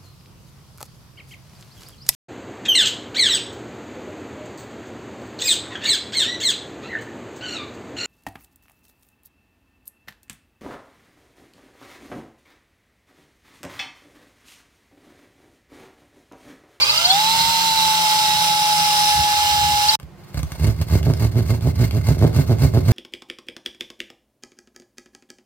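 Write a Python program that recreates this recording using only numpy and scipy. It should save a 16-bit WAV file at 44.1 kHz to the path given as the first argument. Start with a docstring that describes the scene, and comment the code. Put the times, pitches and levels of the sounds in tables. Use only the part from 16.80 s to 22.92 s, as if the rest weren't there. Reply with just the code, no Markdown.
"""A small room, close to a drywall sheet. A cordless drill spins up and bores through: the motor whines,
gears ring and rattle the housing, brushes hiss, the bit squeaks and its flutes grind gypsum.
The sound cuts off. A jab saw knocks into the hole and is worked to and fro, seven strokes a second:
its teeth drum on the hollow wall, crack the board and scrape out gypsum."""
import sys
import numpy as np
from scipy import signal
from scipy.fft import rfft, irfft
from scipy.io import wavfile

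SR = 44100
rng = np.random.default_rng(int(sys.argv[2]) if len(sys.argv) > 2 else 0)


def to_wav(s):
    """Save 16-bit WAV."""
    ch = np.atleast_2d(s).T  # columns
    pcm = np.round(np.clip(ch, -1, 1) * 32767)  # PCM
    wavfile.write(sys.argv[1], SR, pcm.astype(np.int16))


N = 269892
TIME = np.arange(N) / SR
CUT_S, RESUME_S = 3.156, 3.19  # gap between drill and saw


def undb(db):
    """Decibels to gain."""
    return 10 ** (np.asarray(db) / 20)


def unit(x):
    """Scale to rms 1."""
    return x / np.sqrt(np.mean(x ** 2) + 1e-18)


def walk(rate_hz):
    """Smooth random drift, spread near 1."""
    knots = rng.standard_normal(4096)
    return 1.045 * np.interp(TIME * rate_hz, np.arange(len(knots)), knots)


def ramp(centre_s, length_s):
    """Linear step from 0 to 1."""
    return np.clip((TIME - centre_s) / length_s + .5, 0, 1)


def swells(table):
    """Summed gain of bell-shaped swells."""
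    return sum(undb(db) * np.exp(-(2 * (TIME - s) / length_s) ** 2) for s, length_s, db in table)


def between(first, second, share):
    """Linear blend, share 0-1."""
    return first + (second - first) * share


def convolve(x, response):
    """Apply an impulse response."""
    return signal.oaconvolve(x, response)[:N]


def body(points=(), modes=(), size=8192):
    """Minimum-phase impulse response of a broad spectrum plus resonances."""
    f = np.arange(size // 2 + 1) * SR / size + 1
    power = np.zeros(len(f)) + 1e-12
    if len(points):
        hz, db = np.transpose(points)
        power += undb(np.interp(np.log(f), np.log(hz), db)) ** 2 / (1 + (hz[0] / f) ** 4)
    for hz, width_hz, db in modes:
        power += undb(db) ** 2 / (1 + ((f - hz * hz / f) / width_hz) ** 2 / 2) ** 2
    cepstrum = irfft(np.log(power) / 2)
    cepstrum[1:size // 2] *= 2
    cepstrum[size // 2 + 1:] = 0
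    return irfft(np.exp(rfft(cepstrum)))


def grit(spread_db):
    """Dense tiny impacts of unequal size."""
    return unit(rng.standard_normal(N) * undb(spread_db * rng.standard_normal(N)))


def place(x, lag_ms, pan_db, room_db, t60_s=0.19):
    """Stereo position: left lags by lag_ms and is pan_db louder; each side has its own room echoes."""
    t = TIME[:SR // 4]
    taps = np.arange(-40, 41)
    late = np.convolve(x, np.sinc(taps - lag_ms * SR / 1000), "same")
    out = []
    for direct, db in ((late, pan_db / 2), (x, -pan_db / 2)):
        echoes = rng.standard_normal(len(t)) * np.exp(-np.log(1000) * t / t60_s) * (t > .002)
        out.append(undb(db) * unit(unit(direct) + undb(room_db) * unit(convolve(x, echoes))))
    return np.array(out) * np.std(x)


# room air spectrum: freq_hz, level_db
AIR_SPECTRUM = [(18, -65), (30, -26), (53, -6.5), (129, 1.5), (211, -3), (247, -12), (364, -7.5),
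                (437, -14.5), (735, -13.5), (15000, -46.5)]

def room_tone():
    """Soft air, absent for a moment after the drill cuts off."""
    air = unit(convolve(rng.standard_normal(N), body(AIR_SPECTRUM))) * undb(-45.5 + walk(5.43))
    gate = (TIME < CUT_S + .008) | (TIME > RESUME_S)
    return place(air, lag_ms=0, pan_db=-2.5, room_db=-3.5) * gate


# hollow wall resonances: freq_hz, width_hz, level_db
WALL_MODES = [(67.7, 11, 1.5), (81.7, 18.7, 2), (110, 11, -2.5), (150.8, 26.6, -3.5), (262.6, 44, -17.5)]
# drill jolts on the wall: centre_s, length_s, level_db
WALL_JOLTS = [(.64, 0.11, -36.5), (2.39, 0.062, -31.5), (2.82, 0.28, -37), (3.08, 0.036, -43)]

def wall_rumble(speed_oct, given):
    """The drill shakes the hollow wall, more with speed and once the board has given."""
    level_db = between(-50.5, -42, given) + 21 * speed_oct + 5 * walk(10.54)
    shaking = undb(level_db) + swells(WALL_JOLTS)
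    return unit(convolve(grit(spread_db=3.5), body(modes=WALL_MODES))) * shaking


# rubbing of the bit: start_s, end_s, pitch_hz, width_hz, level_db
BIT_RUBS = [(-.05, .31, 4840, 70, -30), (2.62, 2.98, 2980, 110, -32), (2.55, 2.9, 4200, 70, -37)]

def bit_rubs(fade_s=0.04):
    """Steel sliding on paint and board rings in narrow, restless bands."""
    out = np.zeros(N)
    for start_s, end_s, hz, width_hz, db in BIT_RUBS:
        ring = unit(convolve(rng.standard_normal(N), body(modes=[(hz, width_hz, db)])))
        gate = np.clip(np.minimum(TIME - start_s, end_s - TIME) / fade_s, 0, 1)
        out += ring * undb(db + 2 * walk(30)) * gate
    return out


# squeaks of the bit: centre_s, length_s, pitch_hz, level_db
BIT_SQUEAKS = [(0.029, 0.029, 4550, -11), (0.102, 0.021, 4490, -12.5), (0.18, 0.011, 4620, -13),
               (0.256, .018, 4450, -10), (0.309, 0.017, 4260, -9), (3.094, 0.017, 4430, -9)]

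def bit_squeaks(bend=0.023, roughness=0.024):
    """The bit sticks and slips; each squeak sags in pitch as it grips."""
    out, flutter = np.zeros(N), walk(900)
    for centre_s, length_s, hz, db in BIT_SQUEAKS:
        offset = np.clip((TIME - centre_s) / length_s, -2, 2)
        pitch_hz = hz * (1 + bend * np.abs(offset) + roughness * flutter)
        tone = np.sqrt(2) * np.sin(2 * np.pi * np.cumsum(pitch_hz) / SR)
        out += undb(db) * np.exp(-4 * offset ** 2) * tone
    return place(out, lag_ms=0.086, pan_db=0.5, room_db=-20)


# flute resonances: freq_hz, width_hz, level_db; then the grind level at full depth
FLUTE_MODES, GRIND_DB = [(5040, 210, 1), (5770, 150, 2.5), (9840, 1100, -8)], -27.5

def flute_grind(chatter, depth, plunged):
    """The flutes grind gypsum, louder with depth, silent while plunged through."""
    grains = unit(convolve(grit(spread_db=7.5) * chatter, body(modes=FLUTE_MODES)))
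    return grains * undb(GRIND_DB) * depth * (1 - plunged)


# gearbox and housing spectrum: freq_hz, level_db
HOUSING_SPECTRUM = [(250, -22.5), (500, -21.5), (850, -2.5), (1150, -9.5), (1500, -6.5), (1900, -21.5),
                    (3100, -4), (4500, -10), (5700, -6.5), (6700, -12), (9000, -21), (15000, -56)]
# housing resonances: freq_hz, width_hz, level_db
HOUSING_RESONANCES = [(2162, 174, -5.5), (2727, 100, -1), (3830, 660, -2.5), (5075, 400, -4)]
# brush hiss spectrum: freq_hz, level_db
BRUSH_SPECTRUM = [(5500, -9), (6800, -13.5), (7700, 5.5), (8700, -3.5), (9900, -6), (11500, -6),
                  (12900, -5), (13800, -2.5), (15500, -11)]

def rattle_and_brushes(chatter, rattle_db, brush_db):
    """Housing rattle and brush hiss, each two independent noise layers for a smooth, wide sound."""
    housing, brush = body(HOUSING_SPECTRUM, HOUSING_RESONANCES), body(BRUSH_SPECTRUM)
    out = np.zeros((2, N))
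    for lag_ms in (.2, .42):
        rattle = unit(convolve(grit(spread_db=5) * chatter, housing))
        hiss = unit(convolve(grit(spread_db=1.5) * chatter, brush))
        out += place(rattle * undb(rattle_db), lag_ms, pan_db=-3.5, room_db=-4.5, t60_s=0.042)
        out += place(hiss * undb(brush_db), lag_ms, pan_db=-1.5, room_db=4.5, t60_s=0.033)
    return out


# motor and gear lines: whine_ratio, relative_db
GEAR_PARTIALS = [(.4, -29), (.625, -36.5), (.8, -20.5), (1.25, -19), (1.4, -41), (1.557, -19.5), (1.8, -26),
                 (2, -26.5), (2.25, -16), (2.34, -23), (2.52, -20), (3, -13), (3.56, -17), (3.94, -14.5),
                 (4, -28), (4.69, -12.5), (4.9, -13), (5, -12), (6, -21), (6.75, -15), (6.94, -16),
                 (9, -16)]

def gear_lines(phase):
    """Tones locked to the motor; play in the gears makes each waver."""
    return sum(np.sqrt(2) * undb(db + 2.6 * walk(16)) * np.sin(ratio * phase + 0.17 * ratio * walk(45))
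               for ratio, db in GEAR_PARTIALS)


def gear_mesh(phase, depth):
    """Meshing teeth sing at 4.5 times the whine, fading as the hole deepens."""
    level_db = -26.5 - 13.5 * depth ** 2 + 4 * walk(75)
    return np.sqrt(2) * undb(level_db) * np.sin(4.5 * phase + .55 * walk(150))


def gear_growl(phase, speed_oct, bitten, cutting):
    """Rough gear tone: grows with speed, harder before the bite, softer while cutting."""
    level_db = between(-39.5, -45, cutting) + 10.5 * (1 - bitten) + 10.5 * speed_oct + 3 * walk(60)
    return np.sqrt(2) * undb(level_db) * np.sin(2.06 * phase + .8 * walk(130))


def shaft_hum(shaft_phase, cutting):
    """One cycle a turn, louder while cutting."""
    return np.sqrt(2) * undb(between(-47, -42, cutting) + 3 * walk(22)) * np.sin(shaft_phase)


# housing radiation: whine_hz, level_db
WHINE_RADIATION = [(500, -46), (650, -40), (705, -27.5), (775, -19), (840, -20), (910, -23)]

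def motor_whine(phase, whine_hz):
    """Motor tone; the housing radiates it best near full speed."""
    level_db = np.interp(whine_hz, *np.transpose(WHINE_RADIATION))
    return np.sqrt(2) * np.sin(phase) * undb(level_db + .5 * walk(40.27) + .5 * walk(6.26))


def hole_progress(bite_s=0.32, give_s=2.2, plunge_s=2.48, back_s=2.97):
    """Stages, each 0-1: bit has bitten, hole depth, board has given, drill is plunged in."""
    depth = np.clip((TIME - bite_s) / (give_s - bite_s), 0, 1)
    plunged = ramp(plunge_s, 0.33) - ramp(back_s, 0.33)
    return ramp(bite_s, 0.033), depth, ramp(give_s, 0.2), plunged


# motor speed: time_s, whine_hz
MOTOR_SPEED = [(0.0, 513.4), (0.1, 571.2), (0.12, 602.9), (0.16, 625.3), (0.21, 672.0), (0.23, 674.8),
               (0.37, 820.2), (0.4, 856.2), (0.5, 892.9), (0.7, 909.9), (1.2, 860.0), (2.0, 842.1),
               (3.04, 834.9), (3.15, 874.1)]

def drill(full_speed_hz=843):
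    """Motor speed and hole progress drive the drill's layers until the sound cuts off."""
    whine_hz = np.interp(TIME, *np.transpose(MOTOR_SPEED))
    speed_oct = np.log2(whine_hz / full_speed_hz)
    bitten, depth, given, plunged = hole_progress()
    cutting = bitten - given
    # slightly duller as the drill moves forward, off the microphone's axis
    rattle_db = -23.5 + 3.5 * speed_oct - 0.8 * plunged
    brush_db = -31 + 7 * speed_oct - 0.5 * plunged
    phase = 2 * np.pi * np.cumsum(whine_hz * (1 + 0.0017 * walk(34.65))) / SR
    shaft_phase = phase / 5
    turn_pulse = 1 + .25 * np.sin(shaft_phase) + .25 * np.sin(2 * shaft_phase)
    whine = motor_whine(phase, whine_hz)
    gears = gear_lines(phase) * undb(rattle_db - 2.5 - 2 * depth)
    gears += gear_mesh(phase, depth) * turn_pulse
    gears += gear_growl(phase, speed_oct, bitten, cutting)
    hum = shaft_hum(shaft_phase, cutting)
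    chatter = turn_pulse * undb(.5 * walk(170) + .5 * walk(14))
    rumble = wall_rumble(speed_oct, given)
    grind = flute_grind(chatter, depth, plunged)
    out = place(whine, lag_ms=.1, pan_db=.3, room_db=-26)
    out += rattle_and_brushes(chatter, rattle_db, brush_db)
    out += place(gears + bit_rubs(), lag_ms=0.2, pan_db=-4.5, room_db=-7)
    out += place(grind, lag_ms=0.222, pan_db=7.5, room_db=8, t60_s=0.09)
    out += place(rumble + hum, lag_ms=0, pan_db=-4, room_db=-45)
    cutoff = np.interp(TIME - CUT_S, [-.001, 0, .01], [1, .07, 0])
    return (out + bit_squeaks()) * cutoff


# gypsum on the blade: freq_hz, level_db
GYPSUM_SPECTRUM = [(500, -11.5), (1000, 15.5), (1600, -1.5), (3200, -1), (4800, 4.5), (7500, 0.5),
                   (10300, -6), (12000, -2), (15500, -0.5)]
# blade resonances: freq_hz, width_hz, level_db
BLADE_RESONANCES = [(1540, 230, 10), (2113, 230, 11), (2755, 100, 9.5), (4420, 480, 9.5), (8860, 450, 2),
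                    (11900, 340, 0.5), (14000, 510, -14)]
# crunching board: freq_hz, level_db
CRUNCH_SPECTRUM = [(600, 6.5), (1150, -5.5), (1600, -9.5), (2300, -21.5), (3500, -11), (8000, -31)]
# blade knocks in the hole: start_s, tick_relative_db, thud_relative_db
BLADE_KNOCKS = [(3.199, -38, -46), (3.23, -41.5, -30.5), (3.544, -32, -22), (3.573, -35, -18),
                (3.592, -29, -23.5), (3.631, -26, -17), (3.719, -26, -24.5), (3.809, -40, -22),
                (3.869, -25, -15), (4.015, -26, -39), (4.337, -27.5, -49), (5.287, -27, -27),
                (5.391, -32, -36)]

def blade_knocks(tick_decay_s=0.0015, catch_delay_s=.018, catch_db=-39):
    """The blade hits the hole's edge with a crunch and a wall thud; teeth tick as each stroke starts."""
    ticks, thuds = np.zeros((2, N))
    t = TIME[:SR // 20]
    catches = [(s + catch_delay_s, catch_db + 5 * rng.standard_normal()) for s, *_ in SAW_STROKES]
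    for start_s, tick_db, *_ in catches + list(BLADE_KNOCKS):
        i = int(start_s * SR)
        tick = undb(tick_db) * rng.standard_normal(len(t)) * np.exp(-t / tick_decay_s)
        ticks[i:i + len(t)] += tick[:N - i]
    for start_s, _, thud_db in BLADE_KNOCKS:
        thuds[int(start_s * SR)] += undb(thud_db)
    wall, board = body(modes=WALL_MODES), body(CRUNCH_SPECTRUM)
    blade = body(GYPSUM_SPECTRUM, BLADE_RESONANCES)
    crunch = convolve(ticks, blade / np.linalg.norm(blade) + undb(0.5) * board / np.linalg.norm(board))
    thud = convolve(thuds, wall / np.abs(wall).max())
    out = place(crunch * undb(4), lag_ms=-0.098, pan_db=1, room_db=-5.5)
    return out + place(thud * undb(2), lag_ms=-.1, pan_db=-4.5, room_db=-6)


def saw_stroke(start_s, end_s, tooth_hz, fastest_share=.53):
    """One pass: blade speed (0-1) and a pulse per catching tooth, uneven in time and force."""
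    fastest_s = between(start_s, end_s, fastest_share)
    speed = np.sin(np.pi * np.interp(TIME, [start_s, fastest_s, end_s], [0, .5, 1]))
    teeth, tooth_s = np.zeros(N), start_s
    for jitter, size in rng.standard_normal((64, 2)):
        i = int(tooth_s * SR)
        if tooth_s >= end_s or i >= N:
            break
        teeth[i] = undb(1.9 * size)
        tooth_s += np.exp(.08 * jitter) / (tooth_hz * between(.6, 1.06, speed[i]))
    return np.abs(speed), teeth


# tooth bite through the board: freq_hz, level_db
BOARD_SPECTRUM = [(120, -20), (230, 9.5), (420, 8.5), (700, -5.5), (900, -13.5), (1500, -28), (2200, -62.5),
                  (4000, -50)]
# board resonances: freq_hz, width_hz, level_db
BOARD_RESONANCES = [(275, 18, -5), (378, 30, 10.5), (460, 26, -5), (639, 40, 6.5)]
# blade tip scraping in: centre_s, length_s, level_db
TIP_SCRAPES = [(3.48, .14, -59), (3.575, 0.062, -43), (3.65, .1, -59), (3.735, 0.09, -44.5)]
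# push and pull in turn, each until the next: start_s, nominal_tooth_hz, force_db
SAW_STROKES = [(3.78, 98.8, -1), (3.945, 87.6, -6), (4.067, 96.4, .5), (4.212, 113.8, -0.5),
               (4.357, 110.8, -1), (4.504, 117.4, -1), (4.648, 112.5, -2), (4.791, 120.3, -2),
               (4.94, 112.5, 0), (5.092, 111.4, -2.5), (5.224, 117.4, 0), (5.369, 118.6, 2),
               (5.512, 118.7, .5), (5.652, 113.2, 0.5), (5.768, 127.4, 2), (5.9, 114, 0.5),
               (6.028, 111.1, 3.5)]
# a push rasps more, a pull bites more: bite_db, bite_db_per_db, rasp_db, rasp_db_per_db, grab_gain
PUSH, PULL = (-30, 1, -37.5, 0.95, 1.26), (-26, 2.5, -42.5, 0.2, 0.36)

def jab_saw(stop_s=6.17, boom_db=-16, dust_db=-66.5, puff_decay_s=0.0026):
    """Teeth drum on the wall and crack the board, hardest mid stroke; gypsum hisses on both faces."""
    wall, board = body(modes=WALL_MODES), body(BOARD_SPECTRUM, BOARD_RESONANCES)
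    blade = body(GYPSUM_SPECTRUM, BLADE_RESONANCES)
    crumbling = undb(3.57 * walk(130))
    hiss = np.array([unit(convolve(grit(spread_db=1) * crumbling, blade)) for _ in range(2)])
    chips = convolve(rng.standard_normal(N), body(CRUNCH_SPECTRUM))
    tip_scrape = swells(TIP_SCRAPES)
    boom = np.zeros(N)
    bite = unit(chips) * crumbling * tip_scrape
    rasp = hiss * (tip_scrape + undb(dust_db)) * (TIME > RESUME_S)
    ends_s = [row[0] for row in SAW_STROKES[1:]] + [stop_s]
    for k, ((start_s, tooth_hz, force_db), end_s) in enumerate(zip(SAW_STROKES, ends_s)):
        bite_db, bite_db_per_db, rasp_db, rasp_db_per_db, grab_gain = PULL if k % 2 else PUSH
        span = slice(int(start_s * SR), int(end_s * SR) + SR // 8)
        speed, teeth = (curve[span] for curve in saw_stroke(start_s, end_s, tooth_hz))
        count = len(speed)
        force = np.tanh(2.14 * speed ** 6)  # levels off with the teeth fully in
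        puffs = signal.lfilter([1], [1, -np.exp(-1 / (puff_decay_s * SR))], teeth)
        drum = signal.fftconvolve(teeth * (0.21 + force), wall)[:count]
        crack = signal.fftconvolve(teeth ** 1.4 * (0.13 + force * speed ** 3), board)[:count]
        crunch = chips[span] * puffs * (0.053 + force)
        breaking = unit(crack) + undb(-13) * unit(crunch)
        scrape = hiss[:, span] * (1.3 * speed ** 0.39 + grab_gain * force) * (1 + 1.6 * puffs)
        # levels count over the stroke without its ringing tail
        tail_trim = np.sqrt((min(end_s, N / SR) - start_s) * SR / count)
        boom[span] += unit(drum) * tail_trim * undb(boom_db + force_db)
        bite[span] += breaking * tail_trim * undb(bite_db + bite_db_per_db * force_db)
        rasp[:, span] += unit(scrape) * tail_trim * undb(rasp_db + rasp_db_per_db * force_db)
    out = place(boom, lag_ms=-.1, pan_db=-3.7, room_db=-18)
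    out += place(bite, lag_ms=-0.13, pan_db=-2, room_db=-7, t60_s=0.56)
    return out + sum(place(face, lag_ms=-0.089, pan_db=0.5, room_db=1, t60_s=0.034) for face in rasp)


def scene():
    """Drill first, then the saw in the same hole."""
    return drill() + jab_saw() + blade_knocks() + room_tone()


def record(dry):
    """The microphone loses the deepest bass, rounds the peaks and cuts the top."""
    low_hz, top_hz = 38, 15900
    thin = signal.sosfilt(signal.butter(2, low_hz, "highpass", fs=SR, output="sos"), dry)
    rounded = np.tanh(.8 * thin) / .8
    return signal.sosfilt(signal.ellip(10, .2, 80, top_hz, fs=SR, output="sos"), rounded)


dry = scene()
out = record(dry)
to_wav(out)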